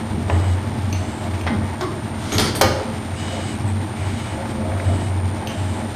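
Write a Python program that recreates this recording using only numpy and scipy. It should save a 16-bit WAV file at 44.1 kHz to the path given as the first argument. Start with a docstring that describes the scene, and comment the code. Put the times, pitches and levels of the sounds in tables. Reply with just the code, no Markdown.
"""The frame of a cam-driven wire forming machine hums at a low resonance, while gear noise shakes its panels.
Slides strike the tools and excite their modes. Once, the wire is bent round the die in stick-slip
friction and cut with a sharp blow. A servo feeds wire in short moves, a clamp clicks, slides rub in
their guides, cam followers roll and switching tones beat into a thin whine. Blows, clicks and
scraping reverberate in a hard-walled workshop, heard from the front in mono."""
import sys
import numpy as np
from scipy import signal
from scipy.fft import rfft, irfft
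from scipy.io import wavfile

SR = 44100
rng = np.random.default_rng(int(sys.argv[2]) if len(sys.argv) > 2 else 0)


def dump(signal):
    """Clip the signal to [-1, 1] and save it as 16-bit WAV at the path in sys.argv[1]."""
    limited = np.clip(np.atleast_2d(signal).T, -1, 1)
    pcm = np.round(limited * 32767).astype(np.int16)
    wavfile.write(sys.argv[1], SR, pcm)


N = 262395
TIME = np.arange(N) / SR
CUTOFF_HZ = 13900

# pushes that drive the frame into stronger vibration: start_s, end_s, level_db
FRAME_PUSHES = [(.315, .41, -11.5), (.46, .54, -13), (.78, 1.02, -20), (1.26, 1.47, -21.5),
                (1.56, 1.645, -19.5), (2.355, 2.395, -18), (2.638, 2.656, -14), (3.05, 3.5, -26),
                (3.64, 3.79, -16), (3.99, 4.08, -19.5), (4.58, 4.77, -19.5), (4.85, 4.94, -13.5),
                (5.03, 5.28, -17), (5.57, 5.69, -19.5)]
# cams taking up load: start_s, end_s, level_db
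CAM_LOADS = [(.10, .30, -24.5), (.64, .95, -28.5), (1.48, 1.58, -26), (2.32, 2.40, -24), (2.635, 2.67, -23),
             (4.40, 4.73, -29.5), (4.86, 4.99, -24)]
# spectrum of the gear rumble: frequency_hz, level_db
RUMBLE_SPECTRUM = [(25, -48), (40, -18), (48, -0.5), (58, -17.5), (75, 5.5), (112, 9), (135, 2),
                   (170, -2.5), (225, 1.5), (300, -3.5), (400, -6), (600, -31), (1500, -59)]
# panel resonances stirred by the gears: pitch_hz, width_hz, level_db
PANEL_MODES = [(221.4, 13.4, -33), (311, 20.4, -38), (528.4, 12, -47), (620.5, 6.4, -45), (676, 49, -42.5),
               (845, 42, -48), (2246, 21, -55.5), (2890, 7.7, -61)]
# blows of the slides and cutter: start_s, low_db, middle_db, high_db, top_db, t60_s
BLOWS = [(.298, -18, -24.5, -39, -51, 0.066), (1.466, -22, -21.5, -32.5, -50, 0.036),
         (1.474, -27, -16, -33, -54, 0.056), (1.81, -23, -29.5, -29.5, -42, 0.071),
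         (2.381, -32, -27, -18, -28, 0.11), (2.397, -32, -36, -23, -22.5, 0.071),
         (2.6118, -11.5, -11, -12.5, -13.5, 0.052)]
# the four bands of a blow: low_hz, high_hz
BLOW_BANDS = [(350, 1000), (1000, 2600), (2600, 6500), (6500, 14000)]
# response of the machine's body to a blow: frequency_hz, gain_db
BODY_RESPONSE = [(170, 4.5), (290, -12), (390, 8), (460, -3), (560, 5), (660, 6), (900, 4.5), (1600, -1),
                 (2100, 0.5), (2650, -4), (3200, 3.5), (4200, 2), (5300, 4.5), (7000, 0.5), (10300, -1.5),
                 (12000, 2)]
# modes of the tool plate: pitch_hz, level_db, t60_s
PLATE_MODES = [(422.2, -3, 0.37), (520, -16, 0.37), (854, 3.5, 0.23), (1220, -3.5, 0.6), (1476, -5, 0.2),
               (2270, 5, 0.14), (4680, -1, 0.092), (5470, 9, 0.058)]
# modes of the cutter block and the cut wire: pitch_hz, level_db, t60_s
CUTTER_MODES = [(386, -18.5, 0.23), (428, -16, 0.19), (521.3, -14, 0.3), (842, -25, 0.3), (915, -17.5, 0.2),
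                (1224, -23.5, 0.22), (1425, -26, 0.25), (12500, -33, 0.25)]
# wire dragged through the die: start_s, end_s, level_db
WIRE_DRAGS = [(2.32, 2.36, -27.5), (2.39, 2.42, -22.5), (2.44, 2.49, -27.5), (2.551, 2.56, -27.5)]
# spectrum of that friction: frequency_hz, level_db
SCRAPE_SPECTRUM = [(150, -7), (390, 11.5), (530, 3), (900, 7.5), (2200, 1.5), (2650, -4), (3200, 4.5),
                   (4800, -3), (5700, -0.5), (6900, -3), (7700, -7), (9300, -2.5), (10500, -23),
                   (11700, -10), (14000, -38)]
# wire resonances at its changing free length: start_s, end_s, pitch_hz, level_db
WIRE_SQUEALS = [(2.321, 2.385, 6500, -30), (2.322, 2.385, 11300, -37), (2.398, 2.49, 9420, -33.5),
                (2.399, 2.601, 4630, -31), (2.551, 2.605, 8330, -33), (2.552, 2.605, 9430, -32.5),
                (2.555, 2.606, 12800, -32)]
# cracks as the wire gives way round the die: start_s, level_db
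WIRE_CRACKS = [(2.3205, -19), (2.369, -22), (2.3835, -5.5), (2.399, -11), (2.416, -18), (2.423, -28),
               (2.443, -25), (2.458, -20), (2.551, -19)]
# presses of the bending tool: start_s, end_s, level_db
BENDER_PRESSES = [(2.315, 2.37, -29), (2.38, 2.46, -25.5)]
# resonances of the bending tool: pitch_hz, width_hz, level_db
BENDER_MODES = [(180, 95, -1.5), (300, 85, -5.5), (407, 64, -2), (1320, 130, -8), (2263, 35, -12)]
# slides clacking against their stops: start_s, level_db, pitch_hz
STOP_CLACKS = [(.299, -20.5, 2015), (1.474, -17, 2076), (4.718, -26, 1950), (4.798, -22.5, 1950),
               (4.866, -28.5, 1700)]
# covers booming after heavier knocks: start_s, level_db, pitch_hz
COVER_THUDS = [(1.51, -16, 219), (1.812, -20.5, 343.4), (1.815, -26, 1077)]
# contacts of the wire clamp: start_s, level_db, low_ring_db, high_ring_db
CLAMP_CLICKS = [(.927, -27, 0.5, -0.5), (1.411, -34, -12, -11), (5.472, -27.5, -4, -1)]
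# modes of its steel jaws: pitch_hz, level_db, t60_s
JAW_MODES = [(2570, 3, 0.03), (2850, -6, .02), (3350, -3, 0.022), (4500, -10, 0.015), (5950, 0, 0.008),
             (6140, 1, 0.026), (6330, -1, 0.018)]
# slides running in their guides: middle_s, half_length_s, level_db
SLIDE_STROKES = [(0.48, 0.036, -38), (1.25, 0.05, -34), (3.366, 0.063, -32), (4.411, 0.08, -32),
                 (4.69, 0.17, -34), (4.923, 0.12, -33), (5.453, 0.098, -35), (5.797, 0.068, -38)]
# resonances of the rubbed guides: pitch_hz, width_hz, level_db
GUIDE_MODES = [(529, 9.6, -7.5), (547, 29, -8), (629, 11, -7), (694, 36, -3.5), (874, 19, -8.5),
               (1930, 400, -17), (2290, 250, -21.5)]
# spectrum of the slides' rattle: frequency_hz, level_db
RATTLE_SPECTRUM = [(500, -9), (1300, 25), (2000, 13), (2800, -3.5), (4500, -3), (8000, -21)]
# servo moves in one camshaft turn: start_s, end_s, whistle_db, lower_sideband_db, low_tone_db, hiss_db, rasp_db
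FEED_MOVES = [(0.216, 0.623, -63, -60, -49.5, -45.5, -53), (0.912, 1.345, -66, -54, -56, -48, -60),
              (3.09, 3.617, -59.5, -55, -44, -38.5, -47), (3.613, 3.77, -55, -64, -56, -48, -60),
              (3.91, 4.432, -65, -64, -51, -42, -43.5), (4.44, 4.58, -59, -62, -55, -47, -50)]
# tones at and above the switching rate: offset_in_servo_multiples, level_db
SWITCHING_TONES = [(0, 11), (4, 7), (5, -1)]
# low tones at multiples of the servo rate, mirroring the sidebands of the switching rate: servo_multiple,
# level_db
SERVO_TONES = [(28, 0), (30, -9), (36, -8), (48, -9)]
# spectrum of wire hissing through the rolls: frequency_hz, level_db
HISS_SPECTRUM = [(300, -17), (1200, 9), (2200, 12), (2600, 8), (3100, 11), (4300, 8), (5500, 1), (7000, 8),
                 (8000, -38), (10000, -42), (13000, -21)]
# spectrum of followers rolling on their cams: frequency_hz, level_db
ROLLING_SPECTRUM = [(200, -20), (380, -0.5), (470, -3), (650, -1.5), (880, 5.5), (1050, -3.5), (1500, -7),
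                    (2200, -9.5), (4000, -29.5), (9000, -53)]
# switching tones of the drive electronics: pitch_hz, level_db
WHINE_TONES = [(8845.8, -52.5), (8933.3, -50), (9020.8, -49), (9108.3, -55.5)]
# spectrum of the shop's background hiss: frequency_hz, level_db
AIR_SPECTRUM = [(100, -14.5), (1000, 7.5), (2100, 2), (2700, -1.5), (3500, 0), (4600, -5.5), (6500, -9.5),
                (8600, -9.5), (9500, -15), (10300, -39.5), (11300, -13.5), (12800, -22), (14000, -22)]
# reverberation time of the workshop: frequency_hz, t60_s
ROOM_DECAY = [(150, 0.93), (500, 0.74), (1500, 0.58), (4000, 0.61), (7000, 0.59), (13000, 0.2)]


def frame(load, hum_hz=92.86, wander_hz=2.62, hum_db=-4.0, rumble_db=-29.0, panel_db=-1.5):
    """Forced vibration: the frame sways at one low resonance; gear noise shakes it and its panels."""
    idle = from_db(-29 + 3.5 * drift(13.0))
    sway = np.hypot(idle, effort(FRAME_PUSHES, attack_s=0.0049, release_s=0.063))
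    hum = from_db(hum_db) * sway * tone(hum_hz + wander_hz * drift(7.87))
    rumble = from_db(rumble_db) * load * noise(RUMBLE_SPECTRUM)
    panels = from_db(panel_db) * load ** 0.63 * driven_modes(PANEL_MODES)
    return hum + rumble + panels


def gear_load(idle_db=-28):
    """Power addition: the gain of the gear noise is 1 when idling and rises while a cam pushes."""
    return np.hypot(1, effort(CAM_LOADS, attack_s=0.0056, release_s=0.1) / from_db(idle_db))


def knocks(plate_db=-50):
    """Impact excitation: each blow is a short rattle filtered by the body; the tool plate rings on."""
    blows = np.zeros(N)
    low, high = np.transpose(BLOW_BANDS)
    for start, *band_db, t60 in BLOWS:
        density_db = np.array(band_db) - 10 * np.log10((high - low) / (SR / 2))
        centres = zip(np.sqrt(low * high), density_db)
        spectrum = [(100, density_db[0] - 13), *centres, (CUTOFF_HZ, density_db[-1] - 6)]
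        add(blows, start, colour(burst(t60), spectrum))
    blows = colour(blows, BODY_RESPONSE)
    return blows + sum(from_db(db + plate_db) * ring(blows, hz, t60) for hz, db, t60 in PLATE_MODES)


def cutter(cut_s=2.6135):
    """Free vibration: the blade bottoms out, leaving a hollow note in its block, a thin one in the wire."""
    impulse = np.zeros(N)
    add(impulse, cut_s, np.ones(1))
    return sum(from_db(db) * ring(impulse, hz, t60) for hz, db, t60 in CUTTER_MODES)


def wire_bending(attack_s=0.0014, release_s=0.022, squeal_fade_db=9):
    """Stick-slip friction: the wire tightens, scrapes, squeals and cracks round the die; the tool groans."""
    slips = rng.standard_normal(N) * from_db(-0.5 * drift(130))
    squeals, cracks = np.zeros((2, N))
    for start, end, hz, db in WIRE_SQUEALS:
        progress = np.clip((TIME - start) / (end - start), 0, 1)
        grip = from_db(db - squeal_fade_db * progress) * swell(start, end, ramp_s=0.003)
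        # random amplitude modulation widens the tone into a narrow band
        squeals += grip * drift(200) * tone(hz * (1 + 0.015 * drift(40)))
    for start, db in WIRE_CRACKS:
        add(cracks, start, from_db(db) * burst(t60=0.012))
    cracks = colour(cracks, [(600, -7), (2500, 2.5), (4800, 2.0), (7500, -16), (13000, -8)])
    groan = effort(BENDER_PRESSES, attack_s, release_s) * driven_modes(BENDER_MODES)
    tightening = from_db(-34) * swell(2.167, 2.48, ramp_s=0.17)
    drag = np.hypot(effort(WIRE_DRAGS, attack_s, release_s), tightening)
    scrape = drag * rms_one(colour(slips, SCRAPE_SPECTRUM))
    return scrape + squeals + cracks + groan


def loose_parts(strikes, t60, attack_s, wobble):
    """Damped oscillation: a struck part gives one note, whose pitch wobbles as it chatters in its seat."""
    notes = 0
    for start, db, hz in strikes:
        age = np.maximum(TIME - start, 0)
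        rise = 1 - np.exp(-age / attack_s)
        decay = np.exp(-np.log(1000) * np.minimum(age / t60, 10))
        notes += from_db(db) * rise * decay * tone(hz * (1 + wobble * drift(hz / 10)))
    return notes


def clamp(ring_db=-24, tick_db=-5, split_hz=5000):
    """Modal excitation: steel jaws snap together and ring low or high according to where they meet."""
    contacts, low_drive, high_drive = np.zeros((3, N))
    for start, db, low_db, high_db in CLAMP_CLICKS:
        contact = from_db(db) * burst(t60=0.039)
        add(contacts, start, contact)
        add(low_drive, start, from_db(low_db) * contact)
        add(high_drive, start, from_db(high_db) * contact)
    ticks = colour(contacts, [(600, -35), (2500, 21.5), (7000, -7), (13000, 1.5)])
    jaws = sum(from_db(db) * ring(high_drive if hz > split_hz else low_drive, hz, t60)
               for hz, db, t60 in JAW_MODES)
    return from_db(tick_db) * ticks + from_db(ring_db) * jaws


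def slides(rattle_db=-13, rattles_per_s=350):
    """Sliding friction: each stroke rubs the guides into a hollow groan, and the play in them rattles."""
    rub = sum(from_db(db) * np.exp(-((TIME - middle) / half) ** 2) for middle, half, db in SLIDE_STROKES)
    touches = (rng.random(N) < rattles_per_s / SR) * rng.standard_normal(N)
    chatter = signal.fftconvolve(touches, burst(t60=0.012))[:N]
    rattle = rms_one(colour(chatter, RATTLE_SPECTRUM))
    return rub * (driven_modes(GUIDE_MODES) + from_db(rattle_db) * rattle)


def servo_feed(full_speed_hz=105.25, switching_hz=8000, cycle_s=4.544, ramp_s=0.1):
    """Modulation: sidebands of the switching tone, high and low, follow the servo's speed; wire hisses and
    rasps in the rolls."""
    moves, pull = np.zeros((len(FEED_MOVES), N)), np.zeros(N)
    for move, (start, end, *_) in zip(moves, FEED_MOVES):
        for turn_s in (0, cycle_s):  # the moves recur after one turn of the camshaft
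            move += swell(start + turn_s, end + turn_s, ramp_s)
            pull += swell(start + turn_s, end + turn_s, (end - start) / 2)
    gains = from_db(np.array(FEED_MOVES)[:, 2:].T) @ moves ** 2
    whistle_gain, lower_gain, low_gain, hiss_gain, rasp_gain = gains
    speed = moves.sum(axis=0)
    servo_hz = full_speed_hz * speed
    whistle = whistle_gain * sum(from_db(db + 2.3 * drift(40)) * tone(switching_hz + k * servo_hz)
                                 for k, db in SWITCHING_TONES)
    lower_sideband = lower_gain * tone(switching_hz - 4 * servo_hz)
    low_tones = low_gain * sum(from_db(db + 1.5 * drift(40)) * tone(k * servo_hz * (1 + 0.002 * drift(40)))
                            for k, db in SERVO_TONES)
    roughness = from_db(drift(80))
    hiss = hiss_gain * np.sqrt(pull) * noise(HISS_SPECTRUM)
    rasp = rasp_gain * resonant(hz=2200, width_hz=330)
    # the steep power lets the low tones sing only near full speed
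    return speed ** 2 * (whistle + lower_sideband) + speed ** 10 * low_tones + roughness * (hiss + rasp)


def cam_followers(load, level_db=-36.5, uneven_db=2.0):
    """Rolling contact: followers run unevenly on their cams, slightly louder under load."""
    return from_db(level_db + uneven_db * drift(28)) * load ** 0.043 * noise(ROLLING_SPECTRUM)


def drive_whine(gain_db=-3.7, rise_db_per_s=0.5, waver_db=0.6, slip_rad=0.7):
    """Beating: closely spaced switching tones, nearly in step, make a thin buzz that slowly grows."""
    tones = sum(from_db(db) * np.sqrt(2) * np.sin(2 * np.pi * hz * TIME + slip_rad * drift(1))
                for hz, db in WHINE_TONES)
    return from_db(gain_db + rise_db_per_s * TIME + waver_db * drift(1.2)) * tones


def shop_air(level_db=-39.0, flicker_db=1.5):
    """Ambient noise: a broadband hiss whose level flickers slightly."""
    return from_db(level_db + flicker_db * drift(21)) * noise(AIR_SPECTRUM)


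def workshop(x, build_s=0.0059, size=40000):
    """Reverberation: diffuse reflections build up quickly and die sooner in the treble."""
    t, tail = np.arange(size) / SR, np.zeros(size)
    edges_hz = np.geomspace(90, 16000, 9)
    for low, high in zip(edges_hz, edges_hz[1:]):
        bandpass = signal.butter(2, [low, high], "band", fs=SR, output="sos")
        decay = np.exp(-np.log(1000) * t / at_hz(ROOM_DECAY, np.sqrt(low * high)))
        tail += signal.sosfilt(bandpass, rng.standard_normal(size)) * decay
    tail *= 1 - np.exp(-t / build_s)
    tail = colour(tail, [(200, 5), (520, 8), (650, -1), (850, 3), (1050, 0), (1350, 4.5),
                         (4500, 3.0), (8000, -2), (12000, 1)])
    return signal.fftconvolve(x, tail / np.sqrt(np.sum(tail ** 2)))[:N]


def from_db(db):
    """Amplitude ratio of a level in decibels."""
    return 10 ** (np.asarray(db) / 20)


def rms_one(x):
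    """Normalisation to unit power."""
    return x / np.sqrt(np.mean(x ** 2) + 1e-20)


def at_hz(points, hz):
    """Interpolation of (frequency_hz, value) rows on a log-frequency axis."""
    frequencies, values = np.transpose(points)
    return np.interp(np.log(np.maximum(hz, 1)), np.log(frequencies), values)


def colour(x, points, size=8192):
    """Minimum-phase filtering with a (frequency_hz, gain_db) response."""
    gain = from_db(at_hz(points, np.fft.rfftfreq(size, 1 / SR)))
    cepstrum = irfft(np.log(gain))
    cepstrum[1:size // 2] *= 2  # folding the cepstrum makes the filter causal
    cepstrum[size // 2 + 1:] = 0
    return signal.fftconvolve(x, irfft(np.exp(rfft(cepstrum))))[:len(x)]


def noise(spectrum, size=8192):
    """Stationary noise of a given spectrum; rms 1."""
    return rms_one(colour(rng.standard_normal(N + size), spectrum)[size:])


def drift(rate_hz, step=40):
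    """Random fluctuation: noise low-passed at rate_hz; rms 1."""
    pole = np.exp(-2 * np.pi * step * rate_hz / SR)
    white = rng.standard_normal(N // step + 2002)
    slow = signal.lfilter([1], [1, -2 * pole, pole * pole], white)[2000:]
    return np.interp(np.arange(N) / step, np.arange(len(slow)), rms_one(slow))


def tone(hz):
    """Sinusoid whose phase is the integral of a frequency curve; rms 1."""
    cycles = np.cumsum(hz * np.ones(N)) / SR + rng.random()
    return np.sqrt(2) * np.sin(2 * np.pi * cycles)


def ring(x, hz, t60):
    """Damped resonator: a unit impulse starts a decaying sine of height 1."""
    radius, angle = np.exp(-np.log(1000) / (t60 * SR)), 2 * np.pi * hz / SR
    return signal.lfilter([0, np.sin(angle)], [1, -2 * radius * np.cos(angle), radius ** 2], x + 1e-18)


def resonant(hz, width_hz):
    """Random excitation of one resonance; rms 1."""
    return rms_one(ring(rng.standard_normal(N), hz, t60=np.log(1000) / (np.pi * width_hz)))


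def driven_modes(modes):
    """Superposition of noise-driven resonances at (pitch_hz, width_hz, level_db) rows."""
    return sum(from_db(db) * resonant(hz, width_hz) for hz, width_hz, db in modes)


def burst(t60, size=16384):
    """Exponentially decaying noise: the dense contacts of metal chattering on metal."""
    return rng.standard_normal(size) * np.exp(-np.log(1000) * np.arange(size) / SR / t60)


def swell(start, end, ramp_s):
    """Envelope with quarter-sine ramps, rising after start and falling before end."""
    return np.sin(np.pi / 2 * np.clip(np.minimum(TIME - start, end - TIME) / ramp_s, 0, 1))


def effort(pushes, attack_s, release_s):
    """Joint gain of (start_s, end_s, level_db) pushes that build, hold and decay, adding in power."""
    power = 0
    for start, end, db in pushes:
        rise = 1 - np.exp(-np.maximum(TIME - start, 0) / attack_s)
        fall = np.exp(-np.maximum(TIME - end, 0) / release_s)
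        power += (from_db(db) * rise * fall) ** 2
    return np.sqrt(power)


def add(track, start_s, sound):
    """Superposition of a sound on a track from start_s."""
    start = round(start_s * SR)
    track[start:start + len(sound)] += sound[:N - start]


def scene():
    """Direct and reverberant sound: the machine runs while its blows, clicks and wire excite the room."""
    blows = knocks() + cutter()
    clicks = clamp()
    wire = wire_bending()
    clacks = loose_parts(STOP_CLACKS, t60=0.03, attack_s=0.0006, wobble=0.22)
    thuds = loose_parts(COVER_THUDS, t60=0.47, attack_s=0.0097, wobble=0.0594)
    reverberation = workshop(from_db(-5.5) * blows + from_db(-2) * clicks + from_db(-10) * wire)
    load = gear_load()
    running = frame(load) + cam_followers(load) + shop_air() + slides() + drive_whine() + servo_feed()
    return (running + blows + clacks + thuds + clicks + wire + reverberation)[None, :]


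def record(dry, ceiling=0.78):
    """Saturation rounds the loudest peaks, and a steep low-pass filter removes the top of the treble."""
    saturated = dry / (1 + (dry / ceiling) ** 4) ** 0.25
    lowpass = signal.ellip(10, 0.2, 80, CUTOFF_HZ, fs=SR, output="sos")
    return signal.sosfilt(lowpass, saturated)


dry = scene()
out = record(dry)
dump(out)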